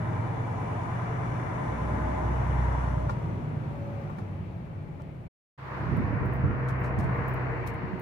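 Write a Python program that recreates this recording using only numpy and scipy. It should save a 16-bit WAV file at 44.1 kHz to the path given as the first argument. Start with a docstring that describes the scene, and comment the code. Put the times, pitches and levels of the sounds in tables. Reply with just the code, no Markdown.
"""A six-cylinder diesel truck pulls through a lot, heard inside its cab, then eases off and slows to idle.
After a short silence a second shot fades in, window side: the same engine, a gear whine, bumps and rattles.
The engine is a sum of sines at multiples of its cycle; its clatter is noise, throbbing or repeating each cycle.
Rumble, hiss, tyres and air are coloured noise; bumps, ticks, rustles and knocks are short decaying bursts."""
import sys
import numpy as np
from scipy import signal
from scipy.fft import rfft, irfft, next_fast_len
from scipy.io import wavfile
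from scipy.ndimage import uniform_filter1d, map_coordinates

SR = 44100
rng = np.random.default_rng(int(sys.argv[2]) if len(sys.argv) > 2 else 0)


def file_out(sig):
    """Save sig as 16-bit WAV at sys.argv[1]."""
    # one column per channel
    cols = np.atleast_2d(sig).T
    # limit, then scale
    lim = np.clip(cols, -1, 1)
    pcm = np.round(lim * 32767).astype(np.int16)
    wavfile.write(sys.argv[1], SR, pcm)


N = 353241

CUT_OUT_S, CUT_IN_S, FADE_S = 5.283, 5.577, .015
TOP_HZ = 15600

# Firing rate. Each row: time in seconds, rate in Hz.
SPEED = [(0, 56.3), (.9, 58.7), (1.7, 61.2), (2.5, 63.1), (2.75, 62.8), (3.05, 61.5), (3.22, 58.6),
         (3.48, 60.4), (3.62, 59.8), (3.76, 56.2), (4.05, 53.8), (4.5, 44.4), (5.28, 31), (5.58, 66.4),
         (5.9, 66), (6.3, 65.7), (7.5, 63.5), (8.01, 62.5)]
CRANK_START = .1  # part of a cycle already run at the start
# Engine orders. Each row: time in seconds, firing boom in dB, second firing order in dB, uneven orders in dB.
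ENGINE = [(0, -71, -32.5, -38), (.7, -60, -37, -40), (1.3, -47, -35, -41.5), (1.62, -53, -38, -45),
          (1.72, -38.5, -37.5, -41.5), (2.08, -29.5, -46, -39), (2.17, -36, -50, -40.5),
          (2.3, -26.5, -34, -47), (2.45, -30.5, -31.5, -40.5), (2.6, -25, -32, -42),
          (2.75, -29, -34.5, -42.5), (3.05, -33, -33.5, -39.5), (3.2, -47, -37, -45.5),
          (3.42, -53, -40, -45), (3.62, -54, -40, -46.5), (3.8, -60, -38, -54), (4.05, -60, -44, -53),
          (4.2, -68, -47, -55), (4.42, -73, -42, -46), (4.6, -69.5, -51, -47), (5.28, -61, -56, -54),
          (5.58, -58, -45, -61.5), (5.85, -40.5, -35, -48), (6.1, -41, -41, -39.5), (6.19, -47, -30.5, -44),
          (6.35, -35, -31, -49.5), (6.48, -34, -25, -41), (6.53, -39, -39, -53), (6.58, -43, -29, -56),
          (6.75, -37, -32, -43.5), (7, -42, -32, -47.5), (7.6, -43, -35, -53), (8.01, -47, -52, -57)]
# Fourth firing order. 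Each row: time in seconds, level in dB.
FOURTH = [(0, -57), (1.4, -56.5), (1.8, -53), (2.3, -55.5), (4.1, -55.5), (4.35, -48.5), (4.55, -40.5),
          (4.65, -49), (4.8, -43), (5, -48.5), (5.28, -52), (5.58, -69), (5.9, -58), (8.01, -58.5)]
# Cylinders differ, so other orders sound too. Each row: multiple of the cycle, relative level in dB.
UNEVEN = [(5, -15.5), (7, -8), (8, -19), (9, 5.5), (10, 0), (11, -14), (13, -13), (14, -1.5), (15, -4.5),
          (16, -11), (17, -4), (18, -11.5), (19, -12.5), (20, -18), (21, -17), (22, -16.5), (23, -16),
          (25, -21.5), (26, -22), (27, -18.5), (28, -12.5)]
# Swells of uneven orders. Each row: time in seconds, gain above the 20th in dB, gain of the 15th in dB.
UPPER = [(0, 0, -4), (1.4, 0, -2), (1.7, 6, 0), (2.1, 6, -3), (2.4, 1, 0), (3.3, 0, 2), (3.45, 0, 13),
         (3.62, 0, 14), (3.82, 0, 9), (3.95, 0, 0), (8.01, 0, 0)]
# How the cab passes the uneven orders. 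Each row: frequency in Hz, gain in dB.
CAB = [(40, -14.5), (70, -8.5), (86, -23), (90, -12.5), (94.5, 0), (97, -1), (108, 0.5), (125, -1),
       (150, 0), (180, -0.5), (220, 1), (300, -1.5)]
LOPE_LIFT_DB = 2  # at the window, gain of the uneven multiples not divisible by three
ORDER_SPREAD_RAD = .28  # the cab smears the lope: chance phase lag per order of distance from the 11th

# Engine load, 0 near full pull; it sets clatter and gears, and in the first shot also hiss and panels.
# Each row: time in seconds, load in dB.
LOAD = [(0, -2.5), (.5, -1.5), (2.3, 1), (2.8, 0.5), (3.05, -4.5), (3.6, -10.5), (4, -12.5), (4.6, -16.5),
        (5.28, -20), (5.6, -9.5), (5.72, -1), (5.9, 0), (6.56, -0.5), (7.12, 1.5), (7.65, .5), (7.91, -3.5),
        (8.01, -5.5)]
HISS_PER_LOAD, GEAR_PER_LOAD, PANEL_PER_LOAD = 1, 0.93, 1.01  # dB per dB of load

# Timing gears and pump. Each row: multiple of the cycle, relative level in dB, phase between microphones in rad.
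GEARS = [(33, -8, .3), (43, -4, .4), (54, -6, 1.2), (60, 1, 2.3), (66, -5, 1.2), (75, -5, 1.6),
         (84, -2, .6), (90, -5, 1.8), (97, -1, 1.5)]
# Resonances that gear orders cross. Each row: frequency in Hz, half width in Hz, swell in dB.
GEAR_PANELS = [(615.4, 12, 12.5), (850, 13, 3.5), (937, 24, 12)]
GEAR_DB, SIDE_SHADE_DB = -57, -6  # level at zero load; change at the window

# Panels rung by the engine under load. Each row: frequency in Hz, width in Hz, relative level in dB.
PANELS = [(352, 79, -7.5), (442.6, 34, -10), (535, 50, -10.5), (609, 35, -7), (685, 65, -7.5),
          (759, 40, -5), (835.6, 40, -4), (927, 30, -7.5), (1158, 120, -9.5), (2317, 33, -19.5),
          (3380, 90, -35.5), (3750, 80, -33.5), (5740, 190, -34), (6500, 120, -43), (7200, 430, -44.5)]
PANEL_DB, PATTERN_SHARE = -41, .85  # level at zero load; share of the drive's power that repeats each cycle
# One panel rings once a cycle. 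Each row: time in seconds, level before the beat in dB, beat depth from 0 to 1.
RING = [(0, -52, .9), (.35, -51, .95), (.8, -47, 1), (1.05, -54, .5), (1.5, -50, .7), (1.95, -46, 1),
        (2.2, -46, .95), (2.4, -50, .3), (2.9, -50, .5), (3.1, -58, .5)]
RING_HZ, RING_WIDTH_HZ = 1018, 9
RING_APART_RAD = .3  # phase between the two microphones

# Spectra of rumble, clatter and hiss, in that order. Each row: frequency in Hz, density in dB per Hz.
PULL_COLOUR = ([(15, -46), (25, -29), (55, -12.5), (78, -14.5), (95, -6), (119, -3.5), (155, -10),
               (191, -13.5), (223, -16), (344, -14), (487, -22), (700, -29.5), (910, -53.5), (1540, -120)],
               [(180, -9.5), (300, -7), (409, -17), (442, -2.5), (499, -17), (608, -7.5), (664, -8.5),
               (1010, -5.5), (1080, -7), (1210, -7), (1500, -11), (2090, -15.5), (2500, -29.5), (3680, -47),
               (4200, -57.5), (5460, -72), (9240, -120)], [(1760, -16.5), (3000, 6.5), (3240, -15),
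               (3440, 6), (3690, -8.5), (4060, -7.5), (5100, -9), (5740, -3.5), (7250, -5), (7770, -10),
               (8920, -7), (9960, -5.5), (11900, -27), (14700, -39.5), (15600, -21)])
SIDE_COLOUR = ([(15, -48), (25, -35.5), (49, -11.5), (123, 4), (139, -3.5), (184, -3.5), (305, -12),
               (413, -14), (479, -18), (525, -38), (600, -28), (780, -49.5), (1320, -120)], [(180, -32),
               (300, -5.5), (427, -10.5), (474, -7.5), (521, -10), (615, -6.5), (789, -9.5), (1040, -6),
               (1250, -10.5), (1890, -12), (2300, -17.5), (2900, -30.5), (3210, -41), (3600, -62),
               (4680, -68), (7920, -120)], [(1470, -33.5), (2500, -2), (3200, -7), (3600, -9),
               (4300, -11.5), (5380, -17), (9060, -30), (9930, -27), (10700, -29), (14300, -27.5),
               (15600, -29)])
# Likeness of left and right. Each row: frequency in Hz, correlation from -1 to 1.
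PULL_LIKE = [(60, 0.99), (130, 0.95), (290, 0.6), (640, 0.23), (1410, -0.28), (3100, 0.17), (6820, -0.11),
             (15000, 0.086)]
SIDE_LIKE = [(60, 0.7), (130, 0.19), (290, 0.82), (640, 0.31), (1410, 0.14), (3100, -0.25), (6820, 0.044),
             (15000, -0.025)]
# Stereo lean before panning. Each row: frequency in Hz, left minus right in dB.
PULL_LEAN = [(60, -0.5), (110, -2.5), (200, 7.5), (380, -4), (700, 6), (1290, 1), (2380, 6), (4400, 9.5),
             (8120, 3), (15000, -0.5)]
SIDE_LEAN = [(60, -7), (110, -2), (200, -6), (380, 1), (700, 2), (1290, 2), (2380, 2), (4400, 2.0),
             (8120, 2), (15000, 2.5)]
PULL_CLATTER_DB, PULL_HISS_DB, PULL_PAN_DB = -38, -62, 1  # clatter and hiss at zero load
SIDE_CLATTER_DB, SIDE_PAN_DB, SIDE_PAN_DB_PER_S = -37, -2, 1.2
# Hiss at the window. Each row: time in seconds, level in dB.
SIDE_HISS = [(5.6, -63.5), (5.75, -59.5), (5.93, -59.5), (6.2, -64), (6.9, -65.5), (7.12, -61.5),
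             (8.01, -64.5)]

# Roughness of the ground; it sets body rumble and drumming. Each row: time in seconds, level in dB.
GROUND = [(0, 0.5), (1, -1.5), (2.3, 3.5), (2.75, -3), (3.05, 0.5), (3.55, 0), (3.85, -1), (4.1, -4),
          (4.45, -4), (4.6, -7), (4.85, -5.5), (5.28, -8), (5.6, -29), (5.86, -3.5), (6.5, -0.5), (6.6, -7),
          (6.95, -2), (7.3, -4), (8.01, -4.5)]
RUMBLE_DB, SIDE_RUMBLE_DB, DRUM_DB = -38, -33.5, -38  # at zero roughness
DRUM_RISE_DB_PER_S, DRUM_FULL_S = 3.5, 4.15
# Modes of the truck's body. Each row: frequency in Hz, width in Hz, relative level in dB.
BODY_MODES = [(98.4, 23, -2), (152.3, 15.3, -0.5), (178, 29.5, -6.5)]
# Bumps under the wheels. Each row: start in seconds, level in dB, frequency in Hz, left minus right in dB.
BUMPS = [(3.241, -24, 160, -2), (4.178, -28, 172, -4.5), (5.642, -32, 130, -3), (5.792, -30, 105, 1),
         (5.83, -21.5, 120, -1), (5.912, -16, 143, -8), (5.972, -19.5, 166, -21), (5.995, -21.5, 235, -13),
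         (6.03, -23, 142, -4), (6.127, -26, 289, -8), (6.181, -25, 120, 0), (6.214, -15.5, 111, 3),
         (6.434, -15.5, 94, -15), (6.465, -19, 99, -8), (6.495, -22, 99, -11.5), (6.977, -16.5, 122, -14),
         (7.041, -18.5, 124, -9), (7.392, -36, 123, 0), (7.447, -42, 135, 2), (7.674, -31, 111, 16),
         (7.831, -24.5, 138, 14), (7.93, -29, 183, -25)]
SHAKE_DB, SHAKE_T60_S = -13.5, 1.13  # rumble stirred by a bump, relative to the bump

# Gear whine, late low drone and brake groan. Each row: time in seconds, pitch in Hz, level in dB.
WHINE = [(6.02, 492, -56), (6.15, 487, -48), (6.5, 482, -48.5), (6.62, 480, -46), (6.82, 477, -48),
         (6.96, 474.5, -47), (7.12, 472, -54), (7.35, 469, -45.5), (8.01, 460, -50)]
DRONE = [(7.1, 372, -61), (7.4, 380, -48.5), (7.8, 367, -51.5), (8.01, 368, -46)]
GROAN = [(3.7, 573, -53.5), (3.85, 560, -44.5), (3.94, 569, -48), (4.04, 544, -48)]

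# Blows. Each row: start in seconds, level in dB, tilt in dB per octave.
KNOCKS = [(3.0858, -34, -2), (3.0922, -25, -1), (3.102, -24, -8.5), (4.095, -34.5, -5), (4.182, -46.5, 5.5),
          (4.881, -42, -15), (4.996, -39, -4.5)]
# What a blow rings. Each row: frequency in Hz, relative level in dB, t60 in seconds.
KNOCK_MODES = [(554, -5, 0.057), (870, -5, 0.13), (1016, 1.5, 0.049), (1157, 3, 0.056), (1395, -4, 0.074),
               (1800, -7.5, .04), (2305, -12, 0.032)]
# Loose things tick. Each row: start in seconds, level in dB, left minus right in dB, centre in Hz.
TICKS = [(4.0935, -69, 0, 14700), (4.1819, -66, 2, 10100), (5.9664, -55, -1, 12600),
         (6.255, -55, -2, 14400), (6.333, -57, -1, 14800), (6.358, -63, -5, 11900), (6.8004, -61, 7, 13900),
         (7.133, -68, 2, 14100), (7.166, -65, 7, 14900), (7.279, -50, 8, 15100), (7.336, -57, 10, 14030),
         (7.6645, -61, 21, 14600), (7.7085, -70, 4, 11000), (7.738, -61, 0, 9820), (7.751, -68, 2.5, 9820),
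         (7.994, -53, 0, 14600)]
# Small metal parts. Each row: frequency in Hz, relative level in dB, t60 in seconds.
TICK_MODES = [(8250, -16, .045), (10100, -2.5, .06), (12300, -10, .066), (13000, -13, .04),
              (14000, -7, .057), (14800, -7, .05), (15300, 1, 0.086)]
TICK_SPREAD_OCT, TICK_CLICK_DB = 0.44, 7  # how far from its centre a tick excites modes; its contact click
TICK_WIDTH = .045  # width of the rattling modes, share of their pitch
# Short rustles. Each row: start in seconds, level in dB, left minus right in dB, length in seconds,
# rise in seconds, centre in Hz.
RUSTLES = [(4.17, -76, 2, 0.037, .007, 5200), (4.998, -79, 7, .047, .007, 5200),
           (6.677, -66.5, 16, 0.045, 0.0076, 5200), (6.821, -64.5, 15, 0.063, 0.026, 5200),
           (6.981, -65, 17, 0.07, 0.0081, 5800), (7.662, -60, 23, 0.035, .014, 11000)]
# What the rustling thing rings with. Each row: frequency in Hz, width in Hz, relative level in dB.
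RUSTLE_BODY = [(3100, 570, 0), (4240, 600, -1), (5430, 620, -5)]
RUSTLE_GRAIN_DB, RUSTLE_GRAINS_PER_S = 3, 333

# Spectrum of tyres and air. Each row: frequency in Hz, density in dB per Hz.
ROLL_COLOUR = [(290, -25.5), (500, -8.5), (522, 1.5), (686, -2.5), (1350, -28), (2290, -14), (3580, -30),
               (4310, -32), (5050, -37), (6000, -40), (15500, -45)]
# Tyres and air sound under the whole first shot, a little quieter late on. Each row: time in seconds, level in
# dB.
ROLL = [(0, -50.5), (3, -49), (3.5, -51), (4, -49.5), (4.5, -54), (5, -55), (5.28, -55.5)]
# A band of hiss swells late. Each row: time in seconds, level of the noise before the band in dB.
SIZZLE = [(6.7, -78), (7, -70), (7.2, -58), (7.65, -56), (8.01, -56)]
SIZZLE_HZ, SIZZLE_WIDTH_HZ = 4300, 260
SIZZLE_LOW_HZ, SIZZLE_LOW_WIDTH_HZ, SIZZLE_LOW_DB = 2780, 350, 9.5  # a lower band that swells with it


def undb(db):
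    """Decibels to amplitude ratio."""
    return 10 ** (np.asarray(db) / 20)


def curves(table):
    """Linear interpolation: the columns of a time table, one value a sample."""
    s, *columns = np.transpose(table)
    return [np.interp(np.arange(N) / SR, s, c) for c in columns]


def over_hz(table, hz):
    """A (Hz, value) table read on a log-frequency axis."""
    f, v = np.transpose(table)
    return np.interp(np.log(hz + 1), np.log(f + 1), v)


def walk(rate, count=1):
    """Random levels held 1 / rate s and smoothed twice by a moving mean; spread near 1."""
    k = int(SR / rate)
    held = np.repeat(rng.standard_normal((count, N // k + 1)), k, axis=1)[:, :N]
    return 1.7 * uniform_filter1d(uniform_filter1d(held, k), k)


def pan(x, db):
    """Level difference between channels: left minus right in dB."""
    return x * undb(np.array([db, -db]) / 2).reshape(2, -1)


def band(x, hz, width_hz):
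    """Two-pole resonance with gain 1 at the centre."""
    return signal.lfilter(*signal.iirpeak(min(hz, .45 * SR), hz / width_hz, SR), x)


def mode(x, hz, width_hz):
    """A noise-driven resonance, its gain raised to offset the power a narrow band loses."""
    return band(band(x, hz, width_hz), hz, 3 * width_hz) * np.sqrt(SR / width_hz / np.pi)


def noise(colour, like, lean, patchy_db, rate):
    """Partly correlated stereo noise of a given colour whose half-octaves flicker apart; rms 1."""
    hz, s, cells = signal.stft(rng.standard_normal((2, N)), SR, nperseg=512)
    rows, cols = np.meshgrid(2 * np.log2(hz + 50), s * rate, indexing="ij")
    grid = rng.standard_normal((32, int(N / SR * rate) + 3))
    patches = map_coordinates(grid, [rows, cols], order=1)
    flickering = signal.istft(cells * undb(patchy_db * patches), SR, nperseg=512)[1]
    mid, side = rfft(flickering, next_fast_len(N))
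    hz = np.linspace(0, SR / 2, len(mid))
    c = np.clip(over_hz(like, hz), -.99, .99)
    pair = np.sqrt(1 + c) * mid + np.sqrt(1 - c) * side * np.array([[1], [-1]])
    coloured = pan(pair * undb(over_hz(colour, hz)), over_hz(lean, hz))
    x = irfft(coloured, next_fast_len(N))[:, :N]
    return x / x.std()


def tone(hz, db, waver_db=3.0, rate=8, waver_hz=0, apart_rad=0):
    """A stereo sine about the given rms level, wavering in level and pitch."""
    level, pitch = walk(rate, count=2)
    phase = 2 * np.pi * np.cumsum(hz + waver_hz * pitch) / SR
    return np.sqrt(2) * undb(db + waver_db * level) * np.sin(phase + apart_rad * np.array([[-.5], [.5]]))


def add_at(out, s, burst):
    """Superposition: a burst added from s seconds on."""
    out[..., int(s * SR):][..., :burst.shape[-1]] += burst


def engine_orders(hz, cycle):
    """Harmonic series of the cycle: firing orders boom in the cab; weaker multiples make the lope."""
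    window = np.arange(N) / SR > CUT_OUT_S
    boom_db, second_db, uneven_db = curves(ENGINE)
    second_db = second_db + 0.61 * window * walk(18)[0]
    fourth_db = curves(FOURTH)[0] + 3.3 * walk(7)[0]
    upper_db, fifteenth_db = curves(UPPER)
    orders = [(6, boom_db), (12, second_db), (24, fourth_db)]
    for k, db in UNEVEN:
        order_db = uneven_db + db + over_hz(CAB, k * hz / 6)
        order_db = order_db + LOPE_LIFT_DB * window * (k % 3 > 0)
        orders.append((k, order_db + upper_db * (k > 20) + fifteenth_db * (k == 15)))
    out, drift = 0, walk(2.5, count=6)
    for i, (k, db) in enumerate(orders):
        # the two microphones sit at different spots of the cab's sound field
        apart = 0.14 * (-1) ** i * np.array([[1], [-1]])
        lag = ORDER_SPREAD_RAD * abs(k - 11) * rng.uniform(-1, 1)
        phase = k * cycle - lag + .3 * drift[(i + 3) % 6] + apart
        out = out + np.sqrt(2) * undb(db + .8 * drift[i % 6]) * np.sin(phase)
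    return out


def gears(hz, load_db):
    """Tooth-rate orders of timing gears and pump swell as they cross panel resonances."""
    gear_db = GEAR_DB + GEAR_PER_LOAD * load_db + SIDE_SHADE_DB * (np.arange(N) / SR > CUT_OUT_S)
    out = 0
    for k, db, apart in GEARS:
        f = k * hz / 6
        swell_db = sum(p_db / (1 + ((f - p_hz) / w) ** 2) for p_hz, w, p_db in GEAR_PANELS)
        out = out + tone(f, gear_db + db + swell_db, waver_db=3.5, rate=3.47, apart_rad=apart)
    return out


def clatter_pattern(cycle):
    """Periodicity: valves and pistons clatter alike every cycle, in a slowly changing pattern; rms 1."""
    turns = irfft(np.exp(2j * np.pi * rng.random((2, 2, 2049))))  # two flat-spectrum stereo patterns
    place = (cycle / (2 * np.pi) % 1 * 4096).astype(int)
    mix = np.pi / 4 + .5 * walk(1.05)[0]
    return (np.cos(mix) * turns[0][:, place] + np.sin(mix) * turns[1][:, place]) / turns.std()


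def panel_hum(shake, load_db):
    """Forced resonance: narrow panel modes fed by the engine's clatter fade with the load."""
    hum = sum(undb(db + 2.34 * walk(2.07)) * mode(shake, hz, w) for hz, w, db in PANELS)
    return undb(PANEL_DB + PANEL_PER_LOAD * load_db) * hum


def ringing_panel(shake, cycle):
    """Amplitude modulation: one panel's tone beats once a cycle, with a band of clatter around it."""
    ring_db, depth = curves(RING)
    ring = tone(np.full(N, 1. * RING_HZ), ring_db, waver_db=0.4, waver_hz=0.66, apart_rad=RING_APART_RAD)
    beat = 1 + np.clip(depth, 0, 1) * np.cos(cycle + 1.6)
    struck = ring * beat * (np.arange(N) / SR < RING[-1][0])
    return struck + .5 * band(struck * shake, RING_HZ, RING_WIDTH_HZ * 8)


def panels(cycle, load_db):
    """Shared excitation: repeating clatter and plain noise drive all the panels."""
    loose = rng.standard_normal((2, N))
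    shake = np.sqrt(1 - PATTERN_SHARE) * loose + np.sqrt(PATTERN_SHARE) * clatter_pattern(cycle)
    return panel_hum(shake, load_db) + ringing_panel(shake, cycle)


def cab_noise(rumble_gain, clatter_db, hiss_db, colour, like, lean, cycle, rumble_patchy_db, throb):
    """Broadband noise: body rumble, clatter modulated by the firings, and hiss, each on its own level."""
    pulse = 1 + throb * np.cos(6 * cycle) + throb * np.cos(3 * cycle)
    rumble = rumble_gain * noise(colour[0], like, lean, rumble_patchy_db, 14)
    clatter = undb(clatter_db) * pulse * noise(colour[1], like, lean, 1.7, 6)
    hiss = undb(hiss_db) * noise(colour[2], like, lean, 0.94, 7.3)
    return rumble + clatter + hiss


def drumming(ground_db):
    """Modal excitation: noise of the uneven ground drums the body modes."""
    ground = 1.22 * rng.standard_normal(N) + .5 * rng.standard_normal((2, N))  # common and separate parts
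    drum = sum(undb(db + 1.0 * walk(5)) * mode(ground, hz, w) for hz, w, db in BODY_MODES)
    rise_db = DRUM_RISE_DB_PER_S * np.minimum(np.arange(N) / SR - DRUM_FULL_S, 0)
    return undb(DRUM_DB + ground_db + rise_db) * drum


def wheel_bumps():
    """Impulse response: each bump is a damped sine; also returns the power of the shaking it leaves."""
    bumps, shaking, t = np.zeros((2, N + SR)), np.zeros(N + SR), np.arange(SR // 2) / SR
    for s, db, hz, pan_db in BUMPS:
        thump = np.minimum(t / 0.0061, 1) * undb(-60 * t / 0.081) * np.sin(2 * np.pi * hz * t)
        add_at(bumps, s, pan(undb(db) * band(thump, hz, 2.2 * hz), pan_db))
        shake = np.minimum(t / 0.0057, 1) * undb(db + SHAKE_DB - 60 * t / SHAKE_T60_S)
        add_at(shaking, s, shake ** 2)
    return bumps[:, :N], shaking[:N]


def lone_tones():
    """Sines of gliding pitch: the gear whine, the late drone and the brake groan."""
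    out, t = 0, np.arange(N) / SR
    for table, waver_db in ((WHINE, 1.8), (DRONE, 2.2), (GROAN, 1.1)):
        sounding = (t > table[0][0]) * (t <= table[-1][0])
        out = out + tone(*curves(table), waver_db=waver_db, rate=20, waver_hz=1.3) * sounding
    return out


def knocks():
    """Modal decay: a padded blow rings a few damped sines under a short noisy clack."""
    out, t = np.zeros((2, N + SR)), np.arange(SR // 2) / SR
    soft = np.minimum(t / 0.0036, 1) ** 2  # a padded blow takes a few ms to build
    for s, db, tilt_db in KNOCKS:
        knock = 0
        for k, (hz, mode_db, t60) in enumerate(KNOCK_MODES):
            level_db = mode_db + tilt_db * np.log2(hz / KNOCK_MODES[0][0]) - 60 * t / t60
            phase = k * np.array([[k], [k + 1.16]])
            knock = knock + undb(level_db) * np.sin(2 * np.pi * hz * t + phase)
        rough = band(band(rng.standard_normal((2, len(t))), 2500, 3700), 3300, 7000)
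        clack = 0.18 * undb(2 * tilt_db) * rough * undb(-60 * t / 0.14)
        add_at(out, s, pan(undb(db) * soft * (knock + clack), 3.3))
    return out[:, :N]


def ticks():
    """Selective excitation: a contact click and decaying noise bands at the modes near its centre."""
    out, t = np.zeros((2, N + SR)), np.arange(SR // 2) / SR
    for s, db, pan_db, hz in TICKS:
        ring = 0
        for f, mode_db, t60 in TICK_MODES:
            a, b = rng.standard_normal(2)  # chance level and pitch
            off_db = 6 * (np.log2(f / hz) / TICK_SPREAD_OCT) ** 2
            width_hz = TICK_WIDTH * f
            rattle = band(rng.standard_normal((2, len(t))), f * (1 + .012 * b), width_hz)
            rattle = rattle * np.sqrt(SR / (2 * np.pi * width_hz))
            ring = ring + undb(mode_db + 2.4 * a - off_db - 60 * t / t60) * rattle
        click = undb(TICK_CLICK_DB - 60 * t / 0.025) * band(rng.standard_normal((2, len(t))), hz, 0.5 * hz)
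        add_at(out, s, pan(undb(db) * (ring + click) * np.minimum(t / 0.004, 1), pan_db))
    return out[:, :N]


def rustles():
    """Friction noise: short swells of grainy scratching, coloured by resonances."""
    out, t = np.zeros((2, N + SR)), np.arange(SR // 2) / SR
    for s, db, pan_db, length, rise, hz in RUSTLES:
        swell = np.minimum(t / rise, 1) * np.exp(-(t / length) ** 2.4)
        grain_db = RUSTLE_GRAIN_DB * walk(RUSTLE_GRAINS_PER_S)[0, :len(t)]
        grain = undb(grain_db) * rng.standard_normal(len(t))
        scratch = band(grain, hz, 1.3 * hz)
        scratch = scratch + sum(undb(b_db) * band(grain, b_hz, w) for b_hz, w, b_db in RUSTLE_BODY)
        add_at(out, s, pan(undb(db) * scratch * swell, pan_db))
    return out[:, :N]


def tyres_and_air():
    """Flow and contact noise: a broadband bed with its own slow level."""
    return undb(curves(ROLL)[0]) * noise(ROLL_COLOUR, PULL_LIKE, PULL_LEAN, 1.0, 6.5)


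def sizzle():
    """Band-passed noise: two bands of hiss swell together late."""
    out, swell_db = 0, curves(SIZZLE)[0]
    for hz, w, db in ((SIZZLE_HZ, SIZZLE_WIDTH_HZ, 0), (SIZZLE_LOW_HZ, SIZZLE_LOW_WIDTH_HZ, SIZZLE_LOW_DB)):
        out = out + undb(swell_db + db) * band(band(rng.standard_normal((2, N)), hz, w), hz, w)
    return out


def scene():
    """Superposition of the sources in two shots, with silence between them."""
    t, (hz,), (load_db,), (ground_db,) = np.arange(N) / SR, curves(SPEED), curves(LOAD), curves(GROUND)
    cycle = 2 * np.pi * (CRANK_START + np.cumsum(hz / 6) / SR)  # six firings a cycle; phase in rad
    motor = engine_orders(hz, cycle) + gears(hz, load_db)
    bumps, shaking = wheel_bumps()
    # powers add: steady rumble and the shaking after bumps
    pull_rumble = np.sqrt(undb(RUMBLE_DB + ground_db) ** 2 + shaking)
    side_rumble = np.sqrt(undb(SIDE_RUMBLE_DB + ground_db) ** 2 + shaking)
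    pull = cab_noise(pull_rumble, PULL_CLATTER_DB + load_db, PULL_HISS_DB + HISS_PER_LOAD * load_db,
                     PULL_COLOUR, PULL_LIKE, PULL_LEAN, cycle, 0.66, 0.073)
    side = cab_noise(side_rumble, SIDE_CLATTER_DB + load_db, curves(SIDE_HISS)[0],
                     SIDE_COLOUR, SIDE_LIKE, SIDE_LEAN, cycle, 1.7, 0.074)
    side = pan(side, SIDE_PAN_DB + SIDE_PAN_DB_PER_S * (t - CUT_IN_S))
    common = pan(motor, -0.66) + bumps + lone_tones() + knocks() + ticks() + rustles()
    first = common + panels(cycle, load_db) + pan(pull, PULL_PAN_DB) + drumming(ground_db) + tyres_and_air()
    second = common + side + sizzle()
    fade_out = np.clip((CUT_OUT_S - t) / FADE_S, 0, 1)
    fade_in = np.where(t > CUT_IN_S, np.clip(0.16 + (t - CUT_IN_S) / FADE_S, 0, 1), 0)
    return fade_out * first + fade_in * second


def record(dry):
    """Band limiting: the phone cuts the top, a steep elliptic low-pass."""
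    return signal.sosfilt(signal.ellip(10, .2, 80, TOP_HZ, fs=SR, output="sos"), dry)


dry = scene()
out = record(dry)
file_out(out)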